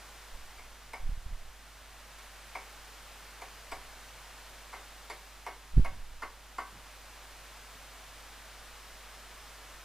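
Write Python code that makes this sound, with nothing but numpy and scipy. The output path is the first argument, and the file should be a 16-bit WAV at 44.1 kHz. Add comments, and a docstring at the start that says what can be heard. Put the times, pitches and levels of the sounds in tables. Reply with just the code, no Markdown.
"""Light trowel taps on a brick, bedded on top of a thin wall in a small yard, amid wind gusts, hiss and hum.
Each tap is a steel tick and blade ring, then decaying modes of hollow brick and wall with a crunch of mortar;
delayed copies and a noise tail bring it back from nearby surfaces. Wind is swelling filtered noise and
dull pressure bumps at the microphone; the hiss sinks gently twice. Short noise bursts are shifting boots,
and wavering sine whistles are a faint far bird."""
import sys
import numpy as np
from scipy import signal
from scipy.fft import rfft, irfft
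from scipy.io import wavfile
from scipy.ndimage import uniform_filter1d

SR = 44100
rng = np.random.default_rng(int(sys.argv[2]) if len(sys.argv) > 2 else 0)


def pcm_store(signal):
    """Save signal as 16-bit PCM."""
    levels = np.round(np.clip(np.atleast_2d(signal), -1, 1) * 32767)
    wavfile.write(sys.argv[1], SR, levels.astype(np.int16).T)


N = 433944  # length in samples


def undb(db):
    """Turn dB into an amplitude factor."""
    return 10 ** (np.asarray(db) / 20)


def unit(x):
    """Scale to an rms of 1."""
    return x / np.sqrt(np.mean(x ** 2))


def fade(t, t60):
    """Exponential decay that falls 60 dB in t60 seconds."""
    return np.exp(-np.log(1000) * t / t60)


def add(track, start, x):
    """Mix x into the track from a time in s."""
    i = max(int(start * SR), 0)
    track[i:i + len(x)] += x[:N - i]


def noise(spectrum, size):
    """Noise of rms 1 coloured by (frequency [Hz], level [dB]) points, joined on a log frequency axis."""
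    hz, db = np.transpose(spectrum)
    f = np.maximum(np.fft.rfftfreq(size, 1 / SR), 1)
    colour = undb(np.interp(np.log(f), np.log(hz), db))
    return unit(irfft(rfft(rng.standard_normal(size)) * colour, size))


def ring(t, hz, db, t60):
    """One struck mode, a decaying sine; its strength, pitch and sign are varied at random."""
    size_db, detune = rng.standard_normal(2) * [1.5, .004]
    tone = np.sin(2 * np.pi * hz * (1 + detune) * t)
    return undb(db + size_db) * fade(t, t60) * tone * rng.choice([-1, 1])


def delay(x, hz, samples):
    """Delay by about a sample, by an amount that depends on frequency."""
    f = np.fft.rfftfreq(N, 1 / SR)
    lag_s = np.interp(f, hz, samples) / SR
    return irfft(rfft(x) * np.exp(-2j * np.pi * f * lag_s), N)


def hum(rumble_db=-65):
    """Mains hum and faint machine tones, steady sines over a low rumble of noise."""
    # steady tones: (frequency [Hz], rms level [dB])
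    hum_lines = [(50, -56.5), (120, -76), (259, -80)]
    # rumble spectrum: (frequency [Hz], relative level [dB])
    rumble = [(5, 1), (18, 2.0), (40, -25), (70, -6.5), (110, -16.0), (200, -15.0), (600, -47)]
    t = np.arange(N) / SR
    tones = sum(np.sqrt(2) * undb(db) * np.sin(2 * np.pi * (hz * t + rng.random())) for hz, db in hum_lines)
    return tones + undb(rumble_db) * noise(rumble, N)


def hiss(air_db=-51, dip_width_s=0.56):
    """Even hiss that sinks and returns, mostly shared by both channels but more separate in the treble."""
    # hiss spectrum: (frequency [Hz], relative level [dB per Hz])
    air = [(59, -36), (100, -8), (123, -5), (146, -11.5), (173, -11.5), (253, -8), (287, -8), (640, -1),
           (697, -1.5), (742, 0), (1460, -0.5), (5280, -8), (14500, -14), (15500, -14)]
    # power share that each channel has to itself: (frequency [Hz], share [0-1])
    apart = [(200, .05), (700, .014), (1400, .004), (2200, .003), (3000, .04), (4000, .2), (8000, .5)]
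    # gentle sinks in level: (time at the bottom [s], depth [dB])
    dips = [(1.3, 4), (6.05, 4)]
    own = np.interp(np.fft.rfftfreq(N, 1 / SR), *np.transpose(apart))
    shared, left, right = (rfft(noise(air, N)) for _ in range(3))
    pair = irfft(np.sqrt(1 - own) * shared + np.sqrt(own) * np.array([left, right]), N)
    t = np.arange(N) / SR
    sunk_db = sum(depth * np.exp(-.5 * ((t - bottom) / dip_width_s) ** 2) for bottom, depth in dips)
    return pair * undb(air_db - sunk_db)


def bird(waver=.0065):
    """Thin far whistles: sines whose pitch wavers by a small share and rises slightly."""
    # peeps: (time at the centre [s], length [s], pitch [Hz], level [dB], rise [share of the pitch])
    peeps = [(3.58, .16, 4920, -64, .01), (8.825, .15, 5255, -63, .012), (9.16, .12, 5235, -61.5, .006),
             (9.44, .17, 5170, -62, .022)]
    out = np.zeros(N)
    for centre, length, hz, db, rise in peeps:
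        size = int(length * SR)
        wander = unit(uniform_filter1d(rng.standard_normal(size), size=300))
        pitch = hz * (1 + rise * np.linspace(-.5, .5, size) + waver * wander)
        whistle = np.sin(2 * np.pi * np.cumsum(pitch) / SR)
        add(out, centre - length / 2, undb(db) * np.hanning(size) ** .5 * whistle)
    return out


def wind(steepness=1.95, low_hz=14, push=1.6, recovery_hz=8, eddy_hz=98, eddy_db_per_octave=13):
    """Gusts push the diaphragm, which swings back; faster air brings smaller eddies and a higher corner."""
    # gusts: (time at the peak [s], level [dB], attack width [s], release time constant [s])
    gusts = [(.34, -47, 0.0099, 0.33), (1.049, -35, .03, .15), (1.31, -39, .035, 0.096),
             (3.761, -48, .041, 0.14), (5.752, -33, 0.018, 0.035), (5.784, -20, 0.0098, 0.041),
             (5.92, -38, .04, 0.16)]
    out = np.zeros(N)
    t = np.arange(SR) / SR - .25  # zero at the peak
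    hz = np.geomspace(6, 1536, num=17)[:, None]
    bands = [[(f / 1.5, -40), (f / 1.15, 0), (f * 1.15, 0), (f * 1.5, -40), (f * 3, -120)] for f in hz[:, 0]]
    recovery = signal.butter(2, recovery_hz, "highpass", fs=SR, output="sos")
    for peak, db, attack, release in gusts:
        swell = np.exp(np.where(t < 0, -.5 * (t / attack) ** 2, -t / release)) + 1e-6
        # the corner is eddy_hz at 0 dB and halves with each eddy_db_per_octave drop in level
        corner_hz = eddy_hz * 2 ** ((db + 20 * np.log10(swell)) / eddy_db_per_octave)
        shape = hz ** 2 / (hz ** 2 + low_hz ** 2) / np.sqrt(1 + (hz / corner_hz) ** (2 * steepness))
        eddies = np.array([noise(band, len(t)) for band in bands]) * np.sqrt(hz)
        # the moving corner changes the colour, while the swell alone sets the loudness
        gust = swell * np.sum(shape * eddies, axis=0) / np.linalg.norm(shape * np.sqrt(hz), axis=0)
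        gust *= np.linalg.norm(swell) / np.linalg.norm(gust)
        pressure = push * signal.sosfilt(recovery, swell)
        add(out, peak + t[0], undb(db) * (gust - pressure))
    return out


def buffets(recovery_hz=5):
    """The low-pressure core of each strong eddy sweeps over the microphone port as one dull bump."""
    # single eddies: (time at the centre [s], peak level before the high-pass [dB], half-width [s])
    strong_eddies = [(.33, -46, 0.01), (1.008, -38, 0.0064), (1.046, -27, 0.0072), (1.094, -24.5, 0.0027),
                     (1.124, -25.5, .0045), (1.178, -34, 0.0028), (1.265, -28, .004), (1.331, -30, 0.0043),
                     (5.772, -13, 0.0022), (5.779, -9.5, 0.0016), (5.796, -10.5, 0.0016),
                     (6.018, -36, 0.0088)]
    t = np.arange(N) / SR
    suction = sum(undb(db) / (1 + ((t - centre) / width) ** 2) for centre, db, width in strong_eddies)
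    recovery = signal.butter(2, recovery_hz, "highpass", fs=SR, output="sos")
    return -signal.sosfilt(recovery, suction)


def thuds():
    """Boots settle softly on the concrete: short swells of low noise as the worker shifts his feet."""
    # footfalls: (start time [s], level [dB], length [s])
    steps = [(3.19, -71, .07), (6.71, -57.5, .1), (7.735, -58.5, 0.035), (8.47, -69, 0.017)]
    # thud spectrum: (frequency [Hz], relative level [dB])
    thud_spectrum = [(50, -20), (90, -3), (150, -5), (280, -5), (450, -21), (1000, -50)]
    out = np.zeros(N)
    for start, db, length in steps:
        size = int(length * SR)
        add(out, start, undb(db) * np.hanning(size) ** .5 * noise(thud_spectrum, SR)[:size])
    return out


def taps(wall_db=-43, brick_db=-41, blade_db=-50, tick_db=-50, crunch_db=-40, focus_db=9, tick_t60=0.25):
    """The steel ticks and rings first; brick and wall take a moment to ring up while the mortar crunches."""
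    # taps: (time [s], level [dB], steel level, high when the blade's edge lands [dB], brick ring level [dB],
    # blade pitch, set by where it touches [Hz], focus, the wall pitch driven hardest [Hz], focus boost [dB])
    tap_list = [(0.585, -18, 5, 16, 4550, 820, -1), (.933, -3.5, 1, 9, 5020, 840, -1.5),
                (2.185, -18.5, 13, 9, 4440, 1130, 0.5), (2.55, -3.5, -1, 11, 5180, 855, 5),
                (3.416, -5.5, 1, 2, 4300, 774, -0.5), (3.716, 0, 1, 3, 4840, 785, -1.5),
                (4.729, -3.5, -4, -3, 4800, 940, -3.5), (5.099, -1.5, 2.5, 3, 4530, 670, -2.5),
                (5.464, 1, -3, 1, 5570, 770, -0.5), (5.846, 0, -2, -0.5, 6400, 830, -1.5),
                (6.221, -.5, -3, 2, 4350, 1163, 2), (6.582, 1.5, -4.5, -0.5, 4560, 1120, 1.5)]
    # wall modes: (frequency [Hz], relative level [dB], t60 [s])
    wall_modes = [(288.6, -17.5, 0.62), (398, 3, 0.15), (445, -9.5, 0.52), (531, 0.5, 0.18),
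                  (620, -3, 0.15), (695.6, 3, 0.13), (761, 1.5, 0.25), (883, 15, 0.047), (933, 6.5, 0.076),
                  (981, 3.5, 0.19), (1032, 12.5, 0.065), (1108.5, 4, 0.18), (1151, -5, 0.2),
                  (1174, 6.5, 0.16), (1288, 13, 0.052), (1421, 8.5, 0.066), (1545, 5.5, 0.15),
                  (1832, 5.5, 0.092), (2043, 7.5, 0.14), (2168, 1.5, .16), (2530, -3.5, .14),
                  (2975, 0.5, 0.13)]
    # hollow brick modes: (multiple of the brick's pitch, relative level [dB], t60 [s])
    brick_modes = [(.915, -6, .06), (.96, -1, .075), (1, 1, .075), (1.04, -3, .06)]
    # steel blade modes: (multiple of the blade's pitch, relative level [dB], t60 [s])
    blade_modes = [(1.002, -3.5, 0.14), (1.035, -2, .06), (1.64, 1.5, 0.062), (1.7, -25, 0.037),
                   (2.35, -3, 0.043)]
    # spectrum of the edge's tick: (frequency [Hz], relative level [dB])
    tick_spectrum = [(300, -34), (1200, -24), (2400, -2), (3600, 1), (5000, 0), (8000, -5.5), (12000, -0.5),
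                     (15500, -39)]
    # spectrum of the mortar's crunch: (frequency [Hz], relative level [dB])
    crunch_spectrum = [(120, -45), (300, -4), (550, -1), (750, -2), (1150, -42), (1550, -2), (2200, -8),
                       (2800, -12), (3400, -40), (7000, -35)]
    # the brick settles on its bed around this time and over this span, and its pitch drops
    seated_s, seating_s = 5.8, 0.19
    brick_loose_hz, brick_seated_hz = 2291, 2080
    focus_width_octaves = .3

    out, t = np.zeros(N), np.arange(SR // 2) / SR
    ring_up = 1 - np.exp(-(t / .0034) ** 1.3)
    for start, db, steel_db, ring_db, blade_hz, focus_hz, boost_db in tap_list:
        seated = 1 / (1 + np.exp((seated_s - start) / seating_s))
        brick_hz = brick_loose_hz + seated * (brick_seated_hz - brick_loose_hz)

        # the boost is centred on the focus; the drive falls away up to an octave from it
        octaves = np.abs(np.log2(np.array(wall_modes)[:, 0] / focus_hz))
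        boost = boost_db * np.exp(-.5 * (octaves / focus_width_octaves) ** 2)
        drive_db = boost - focus_db * np.minimum(octaves, 1)

        wall = sum(ring(t, hz, mode_db + drive, t60) for (hz, mode_db, t60), drive in zip(wall_modes, drive_db))
        brick = sum(ring(t, brick_hz * ratio, mode_db, t60) for ratio, mode_db, t60 in brick_modes)
        blade = sum(ring(t, blade_hz * ratio, mode_db, t60) for ratio, mode_db, t60 in blade_modes)
        # the struck spot itself gives one heavily damped knock
        knock = ring(t, focus_hz, db=9 + boost_db, t60=.028)

        # sand grains give way in uneven spurts
        spurts_db = 4 * unit(uniform_filter1d(rng.standard_normal(len(t)), size=130))
        crunch = noise(crunch_spectrum, len(t)) * unit(undb(spurts_db)) * fade(t, .13)
        tick = noise(tick_spectrum, len(t)) * (fade(t, tick_t60) + fade(t, .01))

        body = undb(wall_db) * (wall + knock) + undb(brick_db + ring_db) * brick + undb(crunch_db) * crunch
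        steel = undb(tick_db) * tick + undb(blade_db) * blade
        add(out, start, undb(db) * (body * ring_up + undb(steel_db) * steel))
    return out


def yard(x, tail_db=-8, tail_t60=0.4):
    """A few near echoes, dulled by rough masonry, and a short diffuse tail."""
    # echoes from wall, ground and roof: (delay [s], gain relative to the direct sound)
    echoes = [(.0028, .45), (.0043, .55), (.0115, .35), (.015, .3), (.0235, .2), (.035, .2)]
    t = np.arange(SR // 2) / SR
    response = np.zeros(N)
    response[0] = 1  # direct sound
    bounce = np.exp(-t / .00003)  # a brief smear takes off treble
    for lag, gain in echoes:
        add(response, lag, gain * bounce / bounce.sum())
    tail = rng.standard_normal(len(t)) * fade(t, tail_t60) * (1 - np.exp(-t / 0.0025))
    add(response, 0, undb(tail_db) * tail / np.linalg.norm(tail))
    return signal.fftconvolve(x, response[:len(t)] / np.sqrt(2))[:N]


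def scene(low_pan_db=-3):
    """Taps and hiss reach the left channel a hair later; wind and hum are a little stronger on the right."""
    # lateness of the left channel: (frequency [Hz], delay of the taps [samples], delay of the hiss [samples])
    left_lag = [(2500, .8, 0), (4000, .8, .7), (12000, 1.15, 1.15)]
    hz, tap_lag, air_lag = np.transpose(left_lag)
    lean = undb(np.array([[low_pan_db], [-low_pan_db]]) / 2)
    work = yard(taps())
    air_left, air_right = hiss()
    left = delay(work, hz, tap_lag) + delay(air_left, hz, air_lag)
    right = work + air_right
    return np.array([left, right]) + bird() + thuds() + lean * (wind() + buffets() + hum())


def record(dry, top_hz=15300):
    """The recorder cuts the top with a steep low-pass."""
    return signal.sosfilt(signal.ellip(10, .1, 80, top_hz, fs=SR, output="sos"), dry)


dry = scene()
out = record(dry)
pcm_store(out)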